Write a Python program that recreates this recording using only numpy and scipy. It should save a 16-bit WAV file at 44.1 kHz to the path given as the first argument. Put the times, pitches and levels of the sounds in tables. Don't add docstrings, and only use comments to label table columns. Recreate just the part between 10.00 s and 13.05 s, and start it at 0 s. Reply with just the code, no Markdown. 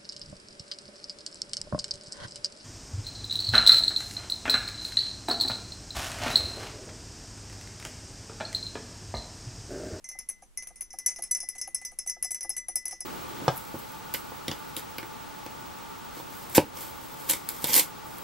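import sys
import numpy as np
from scipy import signal
from scipy.fft import rfft, irfft, next_fast_len
from scipy.io import wavfile
from scipy.ndimage import map_coordinates

SR = 44100
rng = np.random.default_rng(int(sys.argv[2]) if len(sys.argv) > 2 else 0)


def dump(signal):
    limited = np.clip(np.atleast_2d(signal).T, -1, 1)
    pcm = np.round(limited * 32767).astype(np.int16)
    wavfile.write(sys.argv[1], SR, pcm)


N = 134505

# (time [s], relative levels of the tick, the spoon's ring, the glass's fundamental,
# low, middle and high modes [dB], scrape level [dB], rise scale [s]: longer when it glances)
CONTACTS = [(0.0418, -37, -53, -47.5, -45.5, -40, -47.5, -44, 0.00025),
            (0.0884, -30, -59, -44, -40.5, -38.5, -56, -44, 0.000074),
            (0.1102, -34.5, -56, -40.5, -46.5, -41.5, -52, -43.5, 0.0016),
            (0.1876, -26.5, -43.5, -46.5, -41, -44, -59, -40.5, 0.0003),
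            (0.2872, -20, -55, -44, -51, -42, -41, -39.5, 0.001),
            (0.2973, -23.5, -57, -51.5, -49, -41, -44, -42.5, 0.00028),
            (0.4218, -53, -55, -90, -71, -55.5, -66, -52, 0.0002),
            (0.5733, -22.5, -37, -40, -37, -35, -44, -41, 0.00017),
            (0.6228, -37, -42, -43, -55, -44, -59, -40.5, 0.00045),
            (0.6712, -31.5, -41.5, -57, -55, -49, -49, -41, 0.0002),
            (0.7567, -46, -42, -56.5, -54.5, -58, -58, -49.5, 0.00068),
            (0.8076, -22, -29.5, -49, -55, -43.5, -43, -41, 0.00061),
            (0.818, -27, -36, -65, -49.5, -43, -65, -43, 0.00028),
            (0.9034, -50, -61, -54, -49, -42.5, -64, -51, 0.00079),
            (0.929, -38, -45, -56.5, -50.5, -47.5, -75, -47, 0.00046),
            (0.9862, -21, -43, -48, -43, -38, -48.5, -39.5, 0.00018),
            (1.0608, -11.5, -33, -36, -30.5, -20.5, -30, -31.5, 0.0003),
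            (1.0807, -27, -45, -44.5, -34, -26, -36, -33.5, 0.00082),
            (1.0997, -35, -37, -43, -39.5, -36.5, -45, -36.5, 0.0015),
            (1.1601, -36, -40, -44.5, -40.5, -38.5, -66, -43.5, 0.00012),
            (1.1843, -40, -60, -52, -56, -59, -63, -41.5, 0.0007),
            (1.2218, -22.5, -48, -44, -43, -40, -53, -41, 0.0002),
            (1.2346, -24, -37, -49, -39.5, -57, -43, -38, 0.0011),
            (1.3097, -17.5, -26, -26, -44, -26, -29, -40, 0.00091),
            (1.312, -16.5, -20.5, -44.5, -38, -24, -31.5, -40, 0.00018),
            (1.3474, -22, -44, -40.5, -33, -25.5, -46, -37, 0.00029),
            (1.3697, -27, -42, -48.5, -45, -42.5, -44, -39, 0.00014),
            (1.4022, -28.5, -33, -51.5, -34.5, -36, -48, -39.5, 0.00011),
            (1.4262, -31, -36.5, -45.5, -41, -43, -52, -48.5, 0.0011),
            (1.4872, -20, -34.5, -44, -41, -38, -45.5, -41, 0.00036),
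            (1.551, -45, -62, -49.5, -55, -61, -50, -41, 0.00019),
            (1.5806, -32, -38, -47.5, -44, -37, -43, -44, 0.00073),
            (1.613, -22.5, -40, -44, -32.5, -34.5, -43, -38.5, 0.0001),
            (1.6744, -33.5, -37.5, -53, -68, -76, -61, -43, 0.00025),
            (1.7454, -18, -28.5, -48.5, -31.5, -38, -36, -40, 0.00023),
            (1.8134, -40, -59, -43.5, -54, -55, -52, -44, 0.00057),
            (1.8495, -23.5, -51, -46.5, -34.5, -30.5, -43.5, -38.5, 0.000059),
            (1.916, -44, -49, -60.5, -67, -61, -59, -50.5, 0.00027),
            (1.9873, -21.5, -38, -53, -34, -38.5, -42.5, -40.5, 0.00017),
            (2.0612, -37, -46, -59, -52, -65, -44, -43, 0.0005),
            (2.0736, -22, -38, -42, -45, -28, -43, -47, 0.00027),
            (2.0958, -21, -39, -47, -31.5, -31, -43, -37, 0.00043),
            (2.2254, -15.5, -42, -46.5, -39, -38, -47, -36, 0.00018),
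            (2.2446, -20, -35, -44, -34.5, -31.5, -38, -40.5, 0.00032),
            (2.3055, -22.5, -33, -53, -39, -33.5, -41, -37, 0.00092),
            (2.3147, -20, -34, -43.5, -46, -33, -36, -46.5, 0.00052),
            (2.3449, -21.5, -37, -49, -40, -32, -40.5, -37.5, 0.00015),
            (2.407, -30, -39, -55, -39, -35.5, -58, -38, 0.00028),
            (2.4293, -26.5, -31, -44.5, -43, -42, -54, -39.5, 0.00013),
            (2.493, -17, -33, -46.5, -44, -40, -48, -43, 0.00021),
            (2.4995, -22, -45, -42, -33, -41, -38.5, -40.5, 0.0005),
            (2.5643, -23, -37, -39.5, -55, -36, -42, -36.5, 0.00094),
            (2.578, -26.5, -37.5, -44, -49, -30.5, -42, -40, 0.00029),
            (2.6826, -28, -26.5, -48, -47, -37, -49, -39, 0.00077),
            (2.7558, -12.5, -23.5, -43.5, -31, -33.5, -34, -37, 0.00028),
            (2.8545, -21.5, -41, -43, -37, -33, -45, -40.5, 0.0002),
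            (2.8797, -25, -37, -47.5, -53, -37.5, -48, -40, 0.00033),
            (2.9089, -30, -39, -42.5, -40.5, -46, -47, -39.5, 0.00058),
            (2.925, -35, -49, -50.5, -39, -40.5, -58, -42.5, 0.00037),
            (3.0049, -25, -43, -46.5, -38.5, -41, -46, -43.5, 0.00026)]


def amp(db):
    return 10 ** (np.asarray(db) / 20)


def unit(x):
    return x / np.sqrt(np.mean(np.abs(x) ** 2) + 1e-20)


def wobble(rate):
    knots = rng.standard_normal(8192)
    return map_coordinates(knots, [np.arange(N) * rate / SR], mode="wrap")


def filtered(x, response):
    padded = next_fast_len(N + SR // 4)
    hz = np.fft.rfftfreq(padded, 1 / SR)
    return irfft(rfft(x, padded) * response(hz), padded)[..., :N]


def noise(spectrum, side_db):
    f, db = np.transpose(spectrum)

    def colour(hz):
        return amp(np.interp(np.log(hz + 1), np.log(f + 1), db))

    mid, side = filtered(rng.standard_normal((2, N)), colour)
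    side = amp(side_db) * side
    return unit(np.array([mid + side, mid - side]))


def softened(x, attack_s):
    keep = np.exp(-1 / (attack_s * SR))
    return signal.lfilter([(1 - keep) ** 2], [1, -2 * keep, keep ** 2], x)


def last_contact():
    times, *_, rise_s = np.transpose(CONTACTS)
    t = np.arange(N) / SR
    latest = np.searchsorted(times, t) - 1
    since = np.where(latest < 0, 10, t - times[latest])
    rise = 2 * (rise_s[latest] + 1 / SR)
    age = np.maximum(since - rise, 0)
    risen = 1 - np.exp(-(since / rise) ** 2)
    return latest, age, risen


def clinks():
    families = ["tick", "spoon", "fundamental", "low", "middle", "high"]
    # (family, frequency in still tea [Hz], relative level [dB], t60 [s],
    # share of pitch lost at full swirl [0-1], left-right difference [dB], left lead [rad])
    modes = [("fundamental", 2044, -1.5, .6, .02, .4, -.2), ("low", 5530, -1, .16, .04, 3.5, -.7),
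             ("middle", 6075, 0, .17, .025, -.5, -.5), ("middle", 6450, -14, .11, .025, 0, -.9),
             ("low", 6510, -6, .14, .026, 0, -.9), ("middle", 7040, -22, .09, .008, 1.3, -.2),
             ("high", 8280, -1, .12, .042, -3, -.6), ("spoon", 9875, -1, .11, .007, -.3, 1),
             ("tick", 10770, -1.5, .02, .006, 5, -.4), ("tick", 10800, -11, .085, .009, 5, -.5),
             ("tick", 13310, -23, .09, .007, 1.2, -1.1)]
    # (time [s], share [0-1])
    climb = [(0, 0), (.3, 0.24), (.6, .35), (1, 0.73), (1.5, .82), (2.2, 0.83), (3.05, 0.99)]
    slosh_depth = [.002, .0013, .0025, .008, .0072, .004]
    detune = [.004, .0012, .0012, .002, .002, .004]
    attacks_s = [0.00042, 0.00041, 0.001, 0.00055, 0.00022, 0.00017]
    beat_nulls = [0.112, 0.269, 0.653, 1.151, 1.27, 1.519, 2.528, 2.675, 3.053]
    beat_width_s = 0.022
    turns_per_s, highest_tea_s = 4.0, 1.47
    scatter_db, phase_scatter_rad, pan_scatter_db = 1, .7, 2
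    rough_depth, rough_rate, rough_t60_s = .2, 260, .07

    t = np.arange(N) / SR
    latest, age, risen = last_contact()
    swirl = np.interp(t, *np.transpose(climb))
    slosh = np.cos(2 * np.pi * turns_per_s * (t - highest_tea_s))
    beats = np.prod([np.tanh((t - s) / beat_width_s) for s in beat_nulls], axis=0)
    sides = np.array([[.5], [-.5]])
    contacts = np.array(CONTACTS)
    starts = np.round(contacts[:, 0] * SR).astype(int)
    out = np.zeros((2, N))
    for family, hz, db, t60, sag, pan_db, lead in modes:
        k = families.index(family)
        size, spread, touch, lean = rng.standard_normal((len(contacts), 4)).T
        pan = sides * (pan_db + pan_scatter_db * lean)
        phase = sides * (lead + phase_scatter_rad * spread * hz / 10 ** 4)
        strike = amp(contacts[:, k + 1] + db + scatter_db * size + pan) * np.exp(1j * phase)

        pitch = hz * (1 - sag * swirl - slosh_depth[k] * slosh + detune[k] * touch[latest])
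        carrier = np.exp(2j * np.pi * np.cumsum(pitch) / SR)
        if family == "fundamental":
            carrier = carrier * beats
        else:
            strike = strike / carrier[starts]
        ring = softened(strike[:, latest] * risen * amp(-60 * age / t60), attacks_s[k])

        flutter = wobble(rough_rate) + 1j * wobble(rough_rate)
        rough = 1 + rough_depth * amp(-60 * age / rough_t60_s) * flutter
        out += np.imag(ring * rough * carrier)
    return out


def scrapes():
    # (frequency [Hz], relative level per hertz [dB])
    crack_colour = [(200, -65), (1300, -31.5), (2300, -6.5), (3600, -63.5), (4700, -10), (7500, -11),
                    (9500, 1.5), (10700, 2), (12000, -8), (13200, -2), (14200, -25), (16000, -37.5)]
    # (frequency [Hz], relative level per hertz [dB])
    click_colour = [(300, -21), (2500, -1), (3600, -12), (6000, 1.5), (16000, -21.5)]
    # (frequency [Hz], relative level per hertz [dB])
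    scrape_colour = [(200, -11), (700, -7), (1500, -14), (2200, -4), (3500, -20.5), (5000, -13),
                     (6300, 5.5), (7400, -17), (9300, -1.5), (10700, 3), (12000, -31), (13200, -12.5),
                     (14200, -38)]
    crack_db, crack_t60_s = -13, 0.0093
    click_db, click_t60_s = -5, 0.011
    slide_db, slide_t60_s = -3.5, 0.15
    grain_db, grain_rate = 3, 180

    latest, age, risen = last_contact()
    _, tick_db, *_, scrape_db, _ = np.array(CONTACTS)[latest].T
    crack = amp(tick_db + crack_db - 60 * age / crack_t60_s) * noise(crack_colour, side_db=-20)
    slide = amp(scrape_db + slide_db - 60 * age / slide_t60_s) * noise(scrape_colour, side_db=-6.5)
    click = amp(scrape_db + click_db - 60 * age / click_t60_s) * noise(click_colour, side_db=-17)
    grain = unit(amp(grain_db * wobble(grain_rate)))
    return risen * (crack + click + slide * grain)


def knocks():
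    # (time [s], relative level [dB])
    taps = [(.151, -48.5), (.423, -46.5), (.705, -48), (.937, -43), (1.187, -38), (1.429, -45.5),
            (1.554, -51.5), (1.675, -42), (1.815, -52), (1.92, -48), (2.062, -46.5), (2.164, -46),
            (2.247, -47), (2.309, -51.5), (2.445, -38), (2.496, -44), (2.685, -40), (2.758, -45.5),
            (2.857, -49), (2.926, -40.5), (3.009, -49.5)]
    # (frequency before detuning [Hz], relative level [dB], t60 [s])
    table_modes = [(337.6, -14, 0.15), (531.5, -8.5, 0.081), (736, 7, 0.036), (797.4, 0, 0.055),
                   (888, -8.5, 0.048), (1227, -9.5, 0.045), (1642, -15, 0.049)]
    # (frequency [Hz], relative level per hertz [dB])
    patter_colour = [(250, 18), (500, -60), (750, 35), (1000, -27), (1250, -3), (1700, -15), (2600, -17),
                     (4000, -24.5)]
    rise_cycles, knock_db = 3.5, 1.8
    scatter_db, detune_share = 1, .03
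    patter_db, patter_t60_s = -14, .08

    t = np.arange(SR // 3) / SR

    def rise(hz):
        return 1 - np.exp(-(t * hz / rise_cycles) ** 2)

    out, patter = np.zeros((2, N + SR))
    for s, level in taps:
        ring = np.zeros(len(t))
        for hz, db, t60 in table_modes:
            envelope = amp(db + rng.normal(0, scatter_db) - 60 * t / t60) * rise(hz)
            ring += envelope * np.sin(2 * np.pi * hz * rng.normal(1, detune_share) * t)
        start = round(s * SR)
        out[start:][:len(t)] += amp(level + knock_db) * ring
        patter[start:][:len(t)] += amp(level + patter_db - 60 * t / patter_t60_s) * rise(hz=614)
    return out[:N] + patter[:N] * noise(patter_colour, side_db=-10)


def echo(x):
    t60_s, delay_s = .18, .003
    t = np.arange(SR // 4) / SR
    tail = rng.standard_normal((2, len(t))) * amp(-60 * t / t60_s) * (t > delay_s)
    return signal.fftconvolve(x, tail / np.linalg.norm(tail[0]), axes=1)[:, :N]


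def air():
    # (frequency [Hz], relative level per hertz [dB])
    air_colour = [(20, 2), (47, -3.5), (65, -6.5), (100, -20.5), (200, -14.5), (330, -20.5), (700, -26),
                  (2200, -29.5), (4000, -34), (10000, -29.5), (12000, -34.5), (16000, -55)]
    return amp(-59.5) * noise(air_colour, side_db=-1.0)


def scene():
    glass = clinks() + scrapes() + knocks()
    return glass + amp(-21) * echo(glass) + air()


def record(dry):
    top_hz = 16600
    return filtered(dry, lambda hz: hz < top_hz)


dry = scene()
out = record(dry)
dump(out)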